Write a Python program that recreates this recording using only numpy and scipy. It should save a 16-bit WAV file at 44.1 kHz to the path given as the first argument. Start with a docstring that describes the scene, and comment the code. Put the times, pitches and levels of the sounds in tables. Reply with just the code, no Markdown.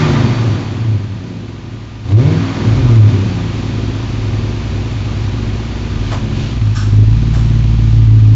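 """In a garage, beside the tailpipe of a cross-plane V8: the engine falls back from a rev, gets a quick
tap of throttle and idles, then clunks into gear and labours at low speed as the car starts to creep away.
Each cylinder fires a pulse of gas, and these uneven pulses make the exhaust pipe ring in a deep burble.
Gas and the fan rush above it, with a faint whine from the engine bay."""
import sys
import numpy as np
from scipy import signal
from scipy.fft import rfft, irfft, next_fast_len
from scipy.io import wavfile
from scipy.ndimage import uniform_filter1d, minimum_filter1d, map_coordinates

SR = 44100
rng = np.random.default_rng(int(sys.argv[2]) if len(sys.argv) > 2 else 0)


def master(y):
    """Save y as 16-bit WAV."""
    cut = np.clip(np.atleast_2d(y).T, -1, 1)
    pcm = np.round(cut * 32767)  # scale
    wavfile.write(sys.argv[1], SR, pcm.astype(np.int16))


N = 368235
T = np.arange(N) / SR

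# how fast the crankshaft spins: t/s, speed/rpm
ENGINE_SPEED = [(0, 3794), (.3, 2952), (.5, 2515), (.8, 1777), (1, 1467), (1.4, 1276), (2.05, 1201),
                (2.16, 1620), (2.26, 2272), (2.42, 2513), (2.64, 2359), (2.8, 1938), (3, 1585),
                (3.45, 1262), (3.8, 1192), (6, 1116), (6.44, 1058), (6.62, 798), (6.78, 760.5), (7.05, 804),
                (7.2, 858.7), (8, 829), (8.35, 803)]
# how hard the engine works: t/s, load (0 to 1)
ENGINE_LOAD = [(0, 0.11), (.48, 0.47), (.62, 0.2), (.92, 0.56), (1.15, 0.43), (2.02, 0.33), (2.11, 0.77),
               (2.18, 0.87), (2.32, .62), (2.52, 0), (2.72, .55), (3, .62), (3.35, .4), (5.9, 0.24),
               (6.35, 0.6), (6.8, 0.47), (7, .88), (7.4, 0.71), (8.35, 0.94)]
# the sound dips after the first rev and comes back with the throttle tap: t/s, level/dB
OVERALL_LEVEL = [(0, 3.5), (1.1, -7.5), (2.03, -8.5), (2.12, -1.5), (3.2, 1), (4, 0), (6, -0.1), (7.5, 0),
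                 (8.35, 0)]


def amp(db):
    """Turn decibels into a gain to multiply by."""
    return 10 ** (np.asarray(db) / 20)


def unit(x):
    """Scale x to an average (rms) level of 1."""
    return x / np.sqrt(np.mean(x ** 2) + 1e-20)


def curve(rows):
    """Join (time, value) points with straight lines, one value per sample."""
    return np.interp(T, *np.transpose(rows))


def swell(at_s, half_s, db):
    """A gain that rises and falls smoothly around one moment."""
    return amp(db) * np.exp(-((T - at_s) / half_s) ** 2)


def wobble(per_s):
    """A smooth curve through per_s random points a second."""
    points = rng.standard_normal(int(N * per_s / SR) + 4)
    steps = np.arange(0, len(points) - 1, 1 / 8)
    return np.interp(T * per_s, steps, map_coordinates(points, [steps]))


def filtered(x, response):
    """Scale and delay each frequency f in x by response(f)."""
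    size = next_fast_len(N + SR // 2)
    return irfft(rfft(x, size) * response(np.fft.rfftfreq(size, 1 / SR)), size)[:N]


def ring(x, modes):
    """Let x ring an object's resonances, the pitches at which it likes to vibrate."""
    return filtered(x, lambda f: sum(amp(db) * 1j * f * width / (hz * hz - f * f + 1j * f * width)
                                     for hz, width, db in modes))


def band(x, lo_hz, hi_hz, order):
    """Keep what lies between two frequencies; a higher order cuts more steeply."""
    return filtered(x, lambda f: ((1 + (lo_hz / (f + 1)) ** order) * (1 + (f / hi_hz) ** order)) ** -.5)


def noise(spectrum):
    """Noise at level 1 whose tone colour follows (frequency, level) points."""
    hz, db = np.transpose(spectrum)
    white = rng.standard_normal(N)
    return unit(filtered(white, lambda f: amp(np.interp(np.log(f + 1), np.log(hz), db))))


def fuzzy_tone(hz, width_hz):
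    """Narrow noise around a steady or moving pitch."""
    phase = 2 * np.pi * np.cumsum(hz * np.ones(N)) / SR
    return unit(wobble(width_hz) * np.sin(phase) + wobble(width_hz) * np.cos(phase))


def steadied(x, span_s=0.09):
    """Even out slow changes in level; single beats keep their shape."""
    window = np.hanning(int(span_s * SR))
    power = signal.fftconvolve(x ** 2, window, "same") / signal.fftconvolve(np.ones(N), window, "same")
    return x / np.sqrt(np.abs(power) + 1e-20)


def turns():
    """Crankshaft turns since the start."""
    return np.cumsum(curve(ENGINE_SPEED) / 60) / SR


def octaves(idle_rpm=1150):
    """Engine speed in octaves (doublings) above idle."""
    return np.log2(curve(ENGINE_SPEED) / idle_rpm)


def labouring(slow_rpm=850, free_rpm=1050):
    """1 while the gear drags the engine below idle, 0 while it runs free."""
    return np.interp(curve(ENGINE_SPEED), [slow_rpm, free_rpm], [1, 0])


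def garage(x, decay_s=0.32, echo_db=-4):
    """Add a short wash of echoes from the floor, the walls and the car's underside."""
    age = T[:SR // 4]
    tail = rng.standard_normal(len(age)) * amp(-60 * age / decay_s)
    return x + amp(echo_db) * signal.fftconvolve(x, tail / np.linalg.norm(tail))[:N]


def whine(db_per_octave=7):
    """Faint, fuzzy tones from the engine bay get louder with speed."""
    # the tones at idle: f/Hz, level/dB
    bay_tones = [(982, -51.5), (1199, -48), (1466, -54), (2454, -55.5), (3254, -60), (3573, -59),
                 (4561, -55.5), (5910, -66)]
    tones = sum(amp(db) * fuzzy_tone(hz, width_hz=28) for hz, db in bay_tones)
    return tones * amp(db_per_octave * octaves() + curve(OVERALL_LEVEL))


def intake(high_hz=2140, low_hz=1032, from_s=2.33, fall_s=.06):
    """Air whooshes through the intake after the throttle tap, sinking in pitch."""
    hz = low_hz + (high_hz - low_hz) * np.exp(-np.maximum(T - from_s, 0) / fall_s)
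    return swell(at_s=2.48, half_s=.25, db=-38) * fuzzy_tone(hz, width_hz=380)


def gas_and_fan(pulses, puff_s=0.0052):
    """Each pulse puffs swirling gas out of the pipe; the fan hisses more steadily. Both grow with speed."""
    # tone colour of the gas: f/Hz, relative level/dB
    gas_colour = [(250, 10.5), (420, 2), (620, 9), (1000, 8.5), (1400, 3.5), (2200, 2), (3100, -33.5),
                  (5300, -120)]
    # tone colour of the fan: f/Hz, relative level/dB
    fan_colour = [(1120, -7), (1900, -5.5), (2080, -7.5), (2210, -2), (2480, 0), (2700, -1.5), (3580, -3),
                  (4310, -5), (4510, -6), (4890, -8.5), (6450, -11.5), (7270, -15.5), (7530, -23),
                  (9790, -51.5), (16600, -120)]
    # short hisses around the gear change: t/s, half length/s, level/dB
    gear_hisses = [(6.088, .07, -36), (6.432, 0.11, -34)]
    puffs = unit(signal.lfilter([1], [1, -np.exp(-1 / (puff_s * SR))], np.abs(pulses)))

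    def flow(colour, puffing, idle_db, db_per_octave):
        """Rushing noise that throbs with the puffs."""
        throbbing = noise(colour) * (1 - puffing + puffing * puffs)
        return steadied(throbbing) * amp(idle_db + db_per_octave * octaves())

    gas = flow(gas_colour, puffing=0.22, idle_db=-34, db_per_octave=6)
    fan = flow(fan_colour, puffing=0.13, idle_db=-35.5, db_per_octave=3)
    gust_db = 0.06 * wobble(5)
    hisses = noise(fan_colour) * sum(swell(*row) for row in gear_hisses)
    return (gas + fan) * amp(gust_db + curve(OVERALL_LEVEL)) + hisses


def clunks(attack_s=.014):
    """The gear selector, transmission and brake knock, ringing the casing and the steel parts."""
    # the knocks: t/s, thud level/dB, clank level/dB, time to fade by 60 dB/s
    knocks = [(6.111, -16.5, -64, 0.27), (6.746, -38.5, -23.5, .55), (7.327, -30, -32, 0.59)]
    # resonances of the casing: f/Hz, width/Hz, relative level/dB
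    casing = [(666, 330, 0), (980, 290, -3), (1530, 75, -8), (3000, 1500, -26)]
    # resonances of the steel parts: f/Hz, width/Hz, relative level/dB
    steel = [(1290, 160, 10.5), (1500, 120, 9), (3070, 940, -0.5), (4200, 700, -4.5), (5330, 250, 4.5),
             (6500, 250, -9.5), (6700, 150, -15.5), (7340, 140, -8)]
    out = np.zeros(N)
    for start_s, thud_db, clank_db, decay_s in knocks:
        age = np.maximum(T - start_s, 0)
        thud = amp(thud_db) * unit(ring(rng.standard_normal(N), casing))
        clank = amp(clank_db) * unit(ring(rng.standard_normal(N), steel))
        out += (thud + clank) * (1 - np.exp(-age / attack_s)) * amp(-60 * age / decay_s)
    return out


def crank_tones(fade_s=0.044):
    """Clean tones sing out over the burble for a while, their pitch locked to the crankshaft."""
    # a four-stroke cycle lasts two turns, so beats per turn come in halves and wholes
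    # the tones: start/s, end/s, beats per turn, level/dB
    tones = [(-.1, 0.533, 2.5, -16), (-.1, 0.295, 4.5, -25), (-.1, .15, 6, -24), (0.75, 1.027, 4, -20),
             (1.093, 1.44, 8, -30.5), (2.112, 2.2, 12, -18.5), (2.2, 2.424, 4, -16.5),
             (2.263, 2.528, 6.5, -25.5), (2.663, 2.791, 3, -12), (2.795, 2.96, 4, -15),
             (3.216, 3.499, 8, -23), (6.147, 6.476, 12, -25), (7.093, 8.25, 10.5, -21.5),
             (7.052, 8.25, 2.5, -27.5)]
    angle, out = 2 * np.pi * turns(), np.zeros(N)
    for start, end, beats, db in tones:
        fade = np.clip(np.minimum(T - start, end - T) / fade_s + .5, 0, 1)
        out += amp(db + wobble(18)) * fade * np.sqrt(2) * np.sin(beats * angle)
    return out


def rasp(pulses, base_db=-66.5, db_per_octave=1.5, load_db=47.5):
    """A hard, buzzing rasp at the firing rate, like overload, when the throttle opens at speed."""
    db = base_db + db_per_octave * octaves() + load_db * curve(ENGINE_LOAD) + curve(OVERALL_LEVEL)
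    equal_pulses = np.abs(np.sign(pulses))
    return amp(db) * (1 - labouring()) * unit(band(equal_pulses, 300, 540, order=8))


def firings(light_load=0.55, heavy_load=0.62, free_scatter=.17, load_scatter=.09, jitter=.014):
    """The cylinders fire in turn, four pulses to a crankshaft turn; load makes the burning steadier."""
    # eight cylinders in firing order, the near bank the loud one: strength running free, under load
    cylinders = [(0.36, 1.4), (-0.071, 0.37), (0.35, 0.79), (0.47, 1.2), (0.13, 0.33), (0.18, 0.79),
                 (-0.37, 0.055), (0.32, 0.11)]
    at = np.flatnonzero(np.diff(np.floor(4 * turns())))
    strain = np.interp(curve(ENGINE_LOAD), [light_load, heavy_load], [0, 1])
    strain = np.maximum(strain, labouring())[at]
    free, loaded = np.array(cylinders)[np.arange(len(at)) % len(cylinders)].T
    size_luck, time_luck = rng.standard_normal((len(at), 2)).T
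    size = (1 - strain) * (free + free_scatter * size_luck) + strain * (loaded + load_scatter * size_luck)
    # each firing comes early or late by a small share of the gap between firings
    shift = np.round(jitter * np.gradient(at) * time_luck).astype(int)
    return np.bincount(np.clip(at + shift, 0, N - 1), size, N)


def pipe_gain(peaks, base_db, db_per_octave, load_db, hz, width_hz):
    """A range of the pipe's sound follows speed and load, and swells as an engine tone meets its pitch."""
    flutter_db, limit_db, follow_s = 1.52, 1.5, 0.0083
    turn_hz = curve(ENGINE_SPEED) / 60
    boost = 1 + sum(amp(db) ** 2 / (1 + ((beats * turn_hz - hz) / width_hz) ** 2) ** 2
                    for beats, db in peaks)
    level_db = base_db + db_per_octave * octaves() + load_db * curve(ENGINE_LOAD) + curve(OVERALL_LEVEL)
    gain = np.sqrt(boost) * amp(level_db + flutter_db * wobble(8))  # fuel never burns quite evenly
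    gain = gain / np.hypot(1, (gain / amp(limit_db)) ** 2) ** .5  # losses in the pipe cap the level
    lag = np.exp(-1 / (follow_s * SR))  # the pipe takes a moment to follow a change
    return gain[0] + signal.lfilter([1 - lag], [1, -lag], gain - gain[0])


def rumble(pipe, idle_share=0.57, drone_octaves=0.17):
    """The pipe's lowest range; near idle a clean drone, three beats to a turn, takes over part of it."""
    # engine tones that swell the rumble: beats per turn, strength/dB
    peaks = [(1, 5.5), (3, 10.5), (4, 13.5)]
    share = idle_share * np.exp(-(octaves() / drone_octaves) ** 2)
    drone = np.sqrt(2) * np.sin(2 * np.pi * 3 * turns())
    low = share * drone + np.sqrt(1 - share ** 2) * steadied(band(pipe, 38, 66, order=14))
    gain = pipe_gain(peaks, base_db=-37, db_per_octave=-2.1, load_db=12.5, hz=56.5, width_hz=4)
    after_tap = swell(at_s=2.83, half_s=0.18, db=-18.5)  # extra rumble as the throttle tap dies away
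    return steadied(low) * np.hypot(gain, after_tap)


def boom(pipe, delay_s=0.0014):
    """The pipe's middle range, which grows strongly when the engine works hard."""
    # engine tones that swell the boom: beats per turn, strength/dB
    peaks = [(2, 3.5), (2.5, 7), (3, 2), (4, 13.5), (5, -8), (5.5, 4), (8, 9)]
    middle = filtered(band(pipe, 85, 122.7, order=24), lambda f: np.exp(-2j * np.pi * f * delay_s))
    gain = pipe_gain(peaks, base_db=-31.5, db_per_octave=4, load_db=24, hz=105.5, width_hz=5)
    return steadied(middle) * gain


def bark(pipe, sharp_hz=340, blunt_hz=220, blunt_rpm=860, sharp_rpm=1070, smear_s=0.01206):
    """The pipe's upper range; a slow engine opens its valves slowly and sends blunter pulses."""
    # engine tones that swell the bark: beats per turn, strength/dB
    peaks = [(2.5, -1.5), (4, -3)]
    upper = band(pipe, 135.2, 900, order=20)
    # the muffler's chambers hold back higher tones longer, which fills the gaps between pulses
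    upper = filtered(upper, lambda f: np.exp(-1j * np.pi * smear_s * f * f / sharp_hz))
    sharp, blunt = band(upper, 0, sharp_hz, order=6), band(upper, 0, blunt_hz, order=6)
    sharpness = np.interp(curve(ENGINE_SPEED), [blunt_rpm, sharp_rpm], [0, 1])
    echoing = garage(sharpness * sharp + (1 - sharpness) * blunt)
    gain = pipe_gain(peaks, base_db=-28, db_per_octave=5, load_db=11, hz=155.5, width_hz=8.5)
    return steadied(echoing) * gain


def exhaust(pulses):
    """The firing pulses ring the exhaust pipe, which sounds in three pitch ranges."""
    # resonances of the pipe: f/Hz, width/Hz, relative level/dB
    resonances = [(33, 10, -13), (57.2, 4.2, 1), (110.67, 12.2, 3.5), (150, 19.7, -0.5), (174, 52, -8),
                  (205, 25, -9), (245, 14, -11), (265, 13, -5), (322, 20, -9), (360, 30, -9.5),
                  (456, 22, -20)]
    pipe = ring(pulses, resonances)
    return rumble(pipe) + boom(pipe) + bark(pipe)


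def scene():
    """Everything heard beside the tailpipe, in one channel."""
    pulses = firings()
    engine = exhaust(pulses) + rasp(pulses) + crank_tones()
    return (engine + gas_and_fan(pulses) + whine() + intake() + clunks())[None]


def record(dry):
    """A limiter turns down the loudest swings, their tips are rounded and the high treble is cut."""
    ceiling, hold_samples, hardness, top_hz = 1.15, int(.024 * SR), 6, 7700
    needed_gain = np.minimum(1, ceiling / (np.abs(dry[0]) + 1e-9))
    limited = dry[0] * uniform_filter1d(minimum_filter1d(needed_gain, hold_samples), hold_samples)
    rounded = limited / (1 + np.abs(limited) ** hardness) ** (1 / hardness)
    return filtered(rounded, lambda f: f < top_hz)[None]


dry = scene()
out = record(dry)
master(out)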